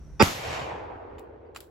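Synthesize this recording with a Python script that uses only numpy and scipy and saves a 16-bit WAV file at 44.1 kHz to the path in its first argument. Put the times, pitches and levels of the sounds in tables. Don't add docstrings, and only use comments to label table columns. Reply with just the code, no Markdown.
import sys
import numpy as np
from scipy import signal
from scipy.fft import rfft, irfft
from scipy.io import wavfile
from scipy.ndimage import uniform_filter1d

SR = 44100
rng = np.random.default_rng(int(sys.argv[2]) if len(sys.argv) > 2 else 0)


def wrap_up_sound(samples):
    columns = np.atleast_2d(samples).T
    tamed = np.clip(columns, -1, 1)
    steps = np.round(tamed * 32767).astype(np.int16)
    wavfile.write(sys.argv[1], SR, steps)


N = 74970
T = np.arange(N) / SR
CRACK_S = 0.2252


def amp(db):
    return 10 ** (np.asarray(db) / 20)


def evened(x):
    return x / np.sqrt(np.mean(x ** 2) + 1e-20)


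def read(points, hz):
    f, value = np.transpose(points)
    return np.interp(np.log(hz + 1), np.log(f + 1), value)


def pan(db):
    return evened(amp(np.array([[db], [-db]]) / 2))


def bins():
    return np.fft.rfftfreq(N, 1 / SR)


def colour(points):
    return amp(read(points, bins()))


def noise(gain, same, grain_db=0):
    steps_db = grain_db * np.repeat(rng.standard_normal(N // 32 + 1), 32)[:N]
    a, b = rfft(rng.standard_normal((2, N)) * amp(steps_db))
    same = np.clip(same, -1, 1)
    right = same * a + np.sqrt(1 - same ** 2) * b
    return evened(irfft(np.array([a, right]) * gain, N))


def falling_sine(t, start_hz, end_hz, sag_s, sounding=1):
    hz = end_hz + (start_hz - end_hz) * np.exp(-t / sag_s)
    return np.sin(2 * np.pi * np.cumsum(sounding * hz) / SR)


# frequency in Hz, relative level in dB per Hz.
AIR_SPECTRUM = [(25, -12), (60, 9.5), (110, -12.5), (200, -14), (400, -21), (800, -30.5), (1500, -34.5),
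                (3000, -46), (7500, -51), (12000, -55.5), (16000, -70.5)]
AIR_DB, AIR_DROP_DB = -43, -22
HUM_HZ, HUM_DB, HUM_DROP_DB = 151, -53, -23.5
INSECT_HZ, INSECT_WIDTH_HZ, INSECT_DB, INSECT_DROP_DB = 5800, 220, -72, -29


def background():
    after = np.clip((T - CRACK_S) / 0.05, 0, 1)
    air = noise(colour(AIR_SPECTRUM), same=0.71)
    hum = evened(np.sin(2 * np.pi * (HUM_HZ * T + rng.random())))
    insect_band = np.exp(-((bins() - INSECT_HZ) / INSECT_WIDTH_HZ) ** 2 / 2)
    insects = noise(insect_band, same=0.2)
    return (amp(AIR_DB + AIR_DROP_DB * after) * air
            + amp(HUM_DB + HUM_DROP_DB * after) * hum
            + amp(INSECT_DB + INSECT_DROP_DB * after) * insects)


SWELL_S, SWELL_RISE_S, SWELL_FALL_S = 0.19474, 0.011, 0.0016


def swell(lag_s):
    rise = np.clip((T - SWELL_S - lag_s) / SWELL_RISE_S, 0, 1)
    return rise * np.exp(-np.maximum(T - CRACK_S, 0) / SWELL_FALL_S)


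# frequency in Hz, relative level in dB, pan in dB.
RING_TONES = [(218.6, 3.5, -14.5), (354, -0.5, 1.5), (432.2, 1, 2), (548, -5.5, -1), (797, -3.5, -4.5),
              (880, 1, -8.5), (1158, -2.5, -12.5), (1322, -2, -17), (1398, -13, 5), (1516, -7, -16),
              (1895, -6.5, -15), (2062, -13, -13.5), (2144, -12.5, -12), (2295, -15, -17.5),
              (2397, -9, -16), (2562, -7.5, 2), (2704, -12, -16), (3280, -18.5, -4), (3560, -17, -12),
              (3588, -14, -17.5), (4450, -22.5, 5.5), (4680, -12, -2), (4867, -10, -3), (5020, -9, 6),
              (5540, -14.5, 10), (5590, -13.5, 0), (7150, -20, 13)]
# frequency in Hz, relative level in dB per Hz.
RUSH_SPECTRUM = [(30, -8), (200, -4), (450, 0), (620, -2.5), (900, 2), (1700, -6), (2400, -8),
                 (4000, -15.5), (5400, -13.5), (6300, -26), (7300, -17.5), (9000, -39.5), (16000, -62)]
RING_DB, RING_WIDTH_HZ, RING_SAME = -11.5, 2, 0.8
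RUSH_DB, RUSH_PAN_DB = -23.5, -11.5


def ringing_swell():
    ring = np.zeros((2, N))
    apart = np.arccos(RING_SAME) * np.array([[0], [1]])
    for hz, db, pan_db in RING_TONES:
        drift = np.cumsum(rng.standard_normal(N)) * np.sqrt(2 * np.pi * RING_WIDTH_HZ / SR)
        tone = np.sin(2 * np.pi * (hz * T + rng.random()) + drift + apart)
        ring += amp(db) * pan(pan_db) * swell(1 / hz) * tone
    ring_rms = np.sqrt(sum(amp(db) ** 2 for _, db, _ in RING_TONES) / 2)
    rush = pan(RUSH_PAN_DB) * swell(0) * noise(colour(RUSH_SPECTRUM), same=0.2)
    return amp(RING_DB) * ring / ring_rms + amp(RUSH_DB) * rush


# frequency in Hz, relative level in dB per Hz.
CRACK_SPECTRUM = [(60, -5), (500, -6.5), (2200, 7.5), (4000, -8), (7000, -6), (11000, -8.5), (16000, -27.5)]
CRACK_DB, CRACK_DECAY_S = -6.5, 0.0008
THUMP_DB, THUMP_START_HZ, THUMP_END_HZ = -9, 662, 72
THUMP_SAG_S, THUMP_LENGTH_S = 0.0028, 0.013


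def blast():
    crack_level = amp(CRACK_DB) * np.exp(-abs(T - CRACK_S) / CRACK_DECAY_S)
    crack = crack_level * pan(db=-4.0) * noise(colour(CRACK_SPECTRUM), same=-0.21)
    t = np.maximum(T - CRACK_S, 0)
    thump = falling_sine(t, THUMP_START_HZ, THUMP_END_HZ, THUMP_SAG_S, sounding=t > 0)
    return crack + amp(THUMP_DB) * thump * np.exp(-(t / THUMP_LENGTH_S) ** 2)


# frequency in Hz, correlation 0-1.
ECHO_SAME = [(60, 0.98), (200, 0.9), (500, 0), (1200, 0), (16000, 0.6)]
PATCH_RMS_DB, PATCH_HZ, PATCH_S = 1.58, 220, 0.045


def echo(spectrum, t60s, peak_s, rise_db_per_s, grain_db, crest_s=1 / SR):
    source = noise(colour(spectrum), read(ECHO_SAME, bins()), grain_db)
    hz, t, z = signal.stft(source, SR, nperseg=512)
    before, after = crest_s * np.logaddexp(0, np.array([peak_s - t, t - peak_s]) / crest_s)
    level_db = -rise_db_per_s * before - 60 * after / read(t60s, hz)[:, None]
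    patches = rng.standard_normal(level_db.shape)
    patches = uniform_filter1d(patches, max(1, round(PATCH_HZ / hz[1])), axis=0)
    patches = evened(uniform_filter1d(patches, max(1, round(PATCH_S / t[1])), axis=1))
    shaped = signal.istft(z * amp(level_db + PATCH_RMS_DB * patches), SR, nperseg=512)[1][:, :N]
    return shaped * np.clip((T - CRACK_S) / 0.0074, 0, 1)


# frequency in Hz, relative level in dB per Hz.
BRUSH_SPECTRUM = [(30, -3), (90, 0.5), (200, 0), (380, -3), (900, -1.5), (2000, -7), (4000, -11),
                  (7000, -14.5), (9000, -26), (11500, -18.5), (16000, -34.5)]
TREES_SPECTRUM = [(30, -17), (90, 5), (140, 3), (220, -8.5), (500, 3), (900, 2.5), (1400, -6), (2500, -3),
                  (4000, -13), (7500, -19), (9200, -34), (11500, -26), (14000, -54.5)]
FAR_SPECTRUM = [(30, -13), (75, 6), (170, -14), (320, -0.5), (480, 3.5), (950, -13.5), (1500, -11),
                (2500, -22.5), (4500, -39), (8000, -58), (16000, -69)]
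# frequency in Hz, time to fall 60 dB in seconds.
BRUSH_DECAY = [(100, 0.41), (900, 0.4), (4000, 0.56), (14000, 0.56)]
TREES_DECAY = [(100, 0.86), (450, 1.5), (850, 2.63), (2000, 0.93), (5000, 0.62), (12000, 0.43)]
FAR_DECAY = [(100, 4.7), (330, 6.4), (900, 2.73), (5000, 2.6)]
BRUSH_DB, TREES_DB, FAR_DB = -22, -30.5, -40.5
TREES_S, TREES_RISE_DB_PER_S, TREES_CREST_S = 0.55, 42, 0.025
FAR_S, FAR_RISE_DB_PER_S, FAR_CREST_S = 0.77, 33.5, 0.068


def woods():
    brush = echo(BRUSH_SPECTRUM, BRUSH_DECAY, CRACK_S, 0, grain_db=1.5)
    trees = echo(TREES_SPECTRUM, TREES_DECAY, TREES_S, TREES_RISE_DB_PER_S, grain_db=1.5, crest_s=TREES_CREST_S)
    far = echo(FAR_SPECTRUM, FAR_DECAY, FAR_S, FAR_RISE_DB_PER_S, grain_db=2.5, crest_s=FAR_CREST_S)
    return (amp(BRUSH_DB) * pan(db=0.6) * brush
            + amp(TREES_DB) * pan(db=-0.2) * trees
            + amp(FAR_DB) * pan(db=-0.6) * far)


# start in seconds, level in dB, decay in seconds,
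# brightness in dB per octave (flattens in the bass), steel ring in dB, pan in dB.
CONTACTS = [(1.183, -48, 0.0049, -5, -5, -1), (1.188, -51.5, 0.0098, -3, -10, 4),
            (1.194, -46.5, 0.0022, 6.5, -10, 1), (1.5481, -49.5, 0.016, -0.5, -6, 0),
            (1.556, -51, 0.0034, 1, -24, -8), (1.561, -33.5, 0.0038, -1, -3, 0),
            (1.5693, -43, 0.0099, 3, -12, 0), (1.6047, -32, 0.0015, 4, -29.5, 0.5),
            (1.609, -47.5, 0.0033, 5, -14, -7)]
# frequency in Hz, relative level in dB per Hz.
ACTION_SPECTRUM = [(200, -44), (800, 3), (1250, 9), (1900, 3), (3000, 1), (4200, 0), (6500, -9),
                   (7500, -1.5), (9000, -16), (11500, -4.5), (13500, -19), (15500, -9)]
# frequency in Hz, relative level in dB, time to fall 60 dB in seconds.
STEEL_MODES = [(1173, -8.5, 0.045), (1280, -3.5, 0.036), (1410, -10, .035), (2310, -9.5, 0.06),
               (2510, -5, 0.042), (2947, -1, 0.026), (4550, -16, 0.064), (4900, -22, 0.05),
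               (5840, -26, 0.036), (7290, -3.5, 0.023), (7400, -5, 0.022), (12200, -26, 0.021)]
CONTACT_RISE_S, CONTACT_GRAIN_DB = 0.00045, 2.5
CONTACT_ECHO_DB, CONTACT_ECHO_T60_S = -20, 0.23


def steel_ring(t):
    ring = np.zeros((2, N))
    for hz, db, t60_s in STEEL_MODES:
        cycles = hz * t + rng.random() + rng.random((2, 1)) / 3
        ring += amp(db - 60 * t / t60_s) * np.sin(2 * np.pi * cycles)
    return ring


def lever():
    out = np.zeros((2, N))
    for start_s, db, decay_s, bright_db, ring_db, pan_db in CONTACTS:
        t = np.maximum(T - start_s, 0)
        tone = colour(ACTION_SPECTRUM) * amp(bright_db * np.log2(bins() / 3000 + 0.14))
        rattle = noise(tone, same=0.61, grain_db=CONTACT_GRAIN_DB) * np.exp(-t / decay_s)
        tail_level = amp(CONTACT_ECHO_DB - 60 * t / CONTACT_ECHO_T60_S)
        tail = noise(tone, same=0.2, grain_db=CONTACT_GRAIN_DB) * tail_level
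        rise = np.minimum(t / CONTACT_RISE_S, 1)
        out += amp(db) * pan(pan_db) * rise * (rattle + amp(ring_db) * steel_ring(t) + tail)
    return out


CHIRP_S, CHIRP_DB, CHIRP_PEAK_S = 1.458, -84, 0.011
CHIRP_START_HZ, CHIRP_END_HZ, CHIRP_SAG_S = 5050, 4560, 0.009


def chirp():
    t = np.maximum(T - CHIRP_S, 0)
    envelope = t / CHIRP_PEAK_S * np.exp(1 - t / CHIRP_PEAK_S)
    return amp(CHIRP_DB) * envelope * falling_sine(t, CHIRP_START_HZ, CHIRP_END_HZ, CHIRP_SAG_S)


def scene():
    return background() + ringing_swell() + blast() + woods() + lever() + chirp()


EDGE_HZ = 16100


def record(dry):
    held = dry / (1 + dry ** 6) ** (1 / 6)
    lowpass = signal.firwin(511, EDGE_HZ, window=("kaiser", 9), fs=SR)
    return signal.oaconvolve(held, lowpass[None], "same")


dry = scene()
out = record(dry)
wrap_up_sound(out)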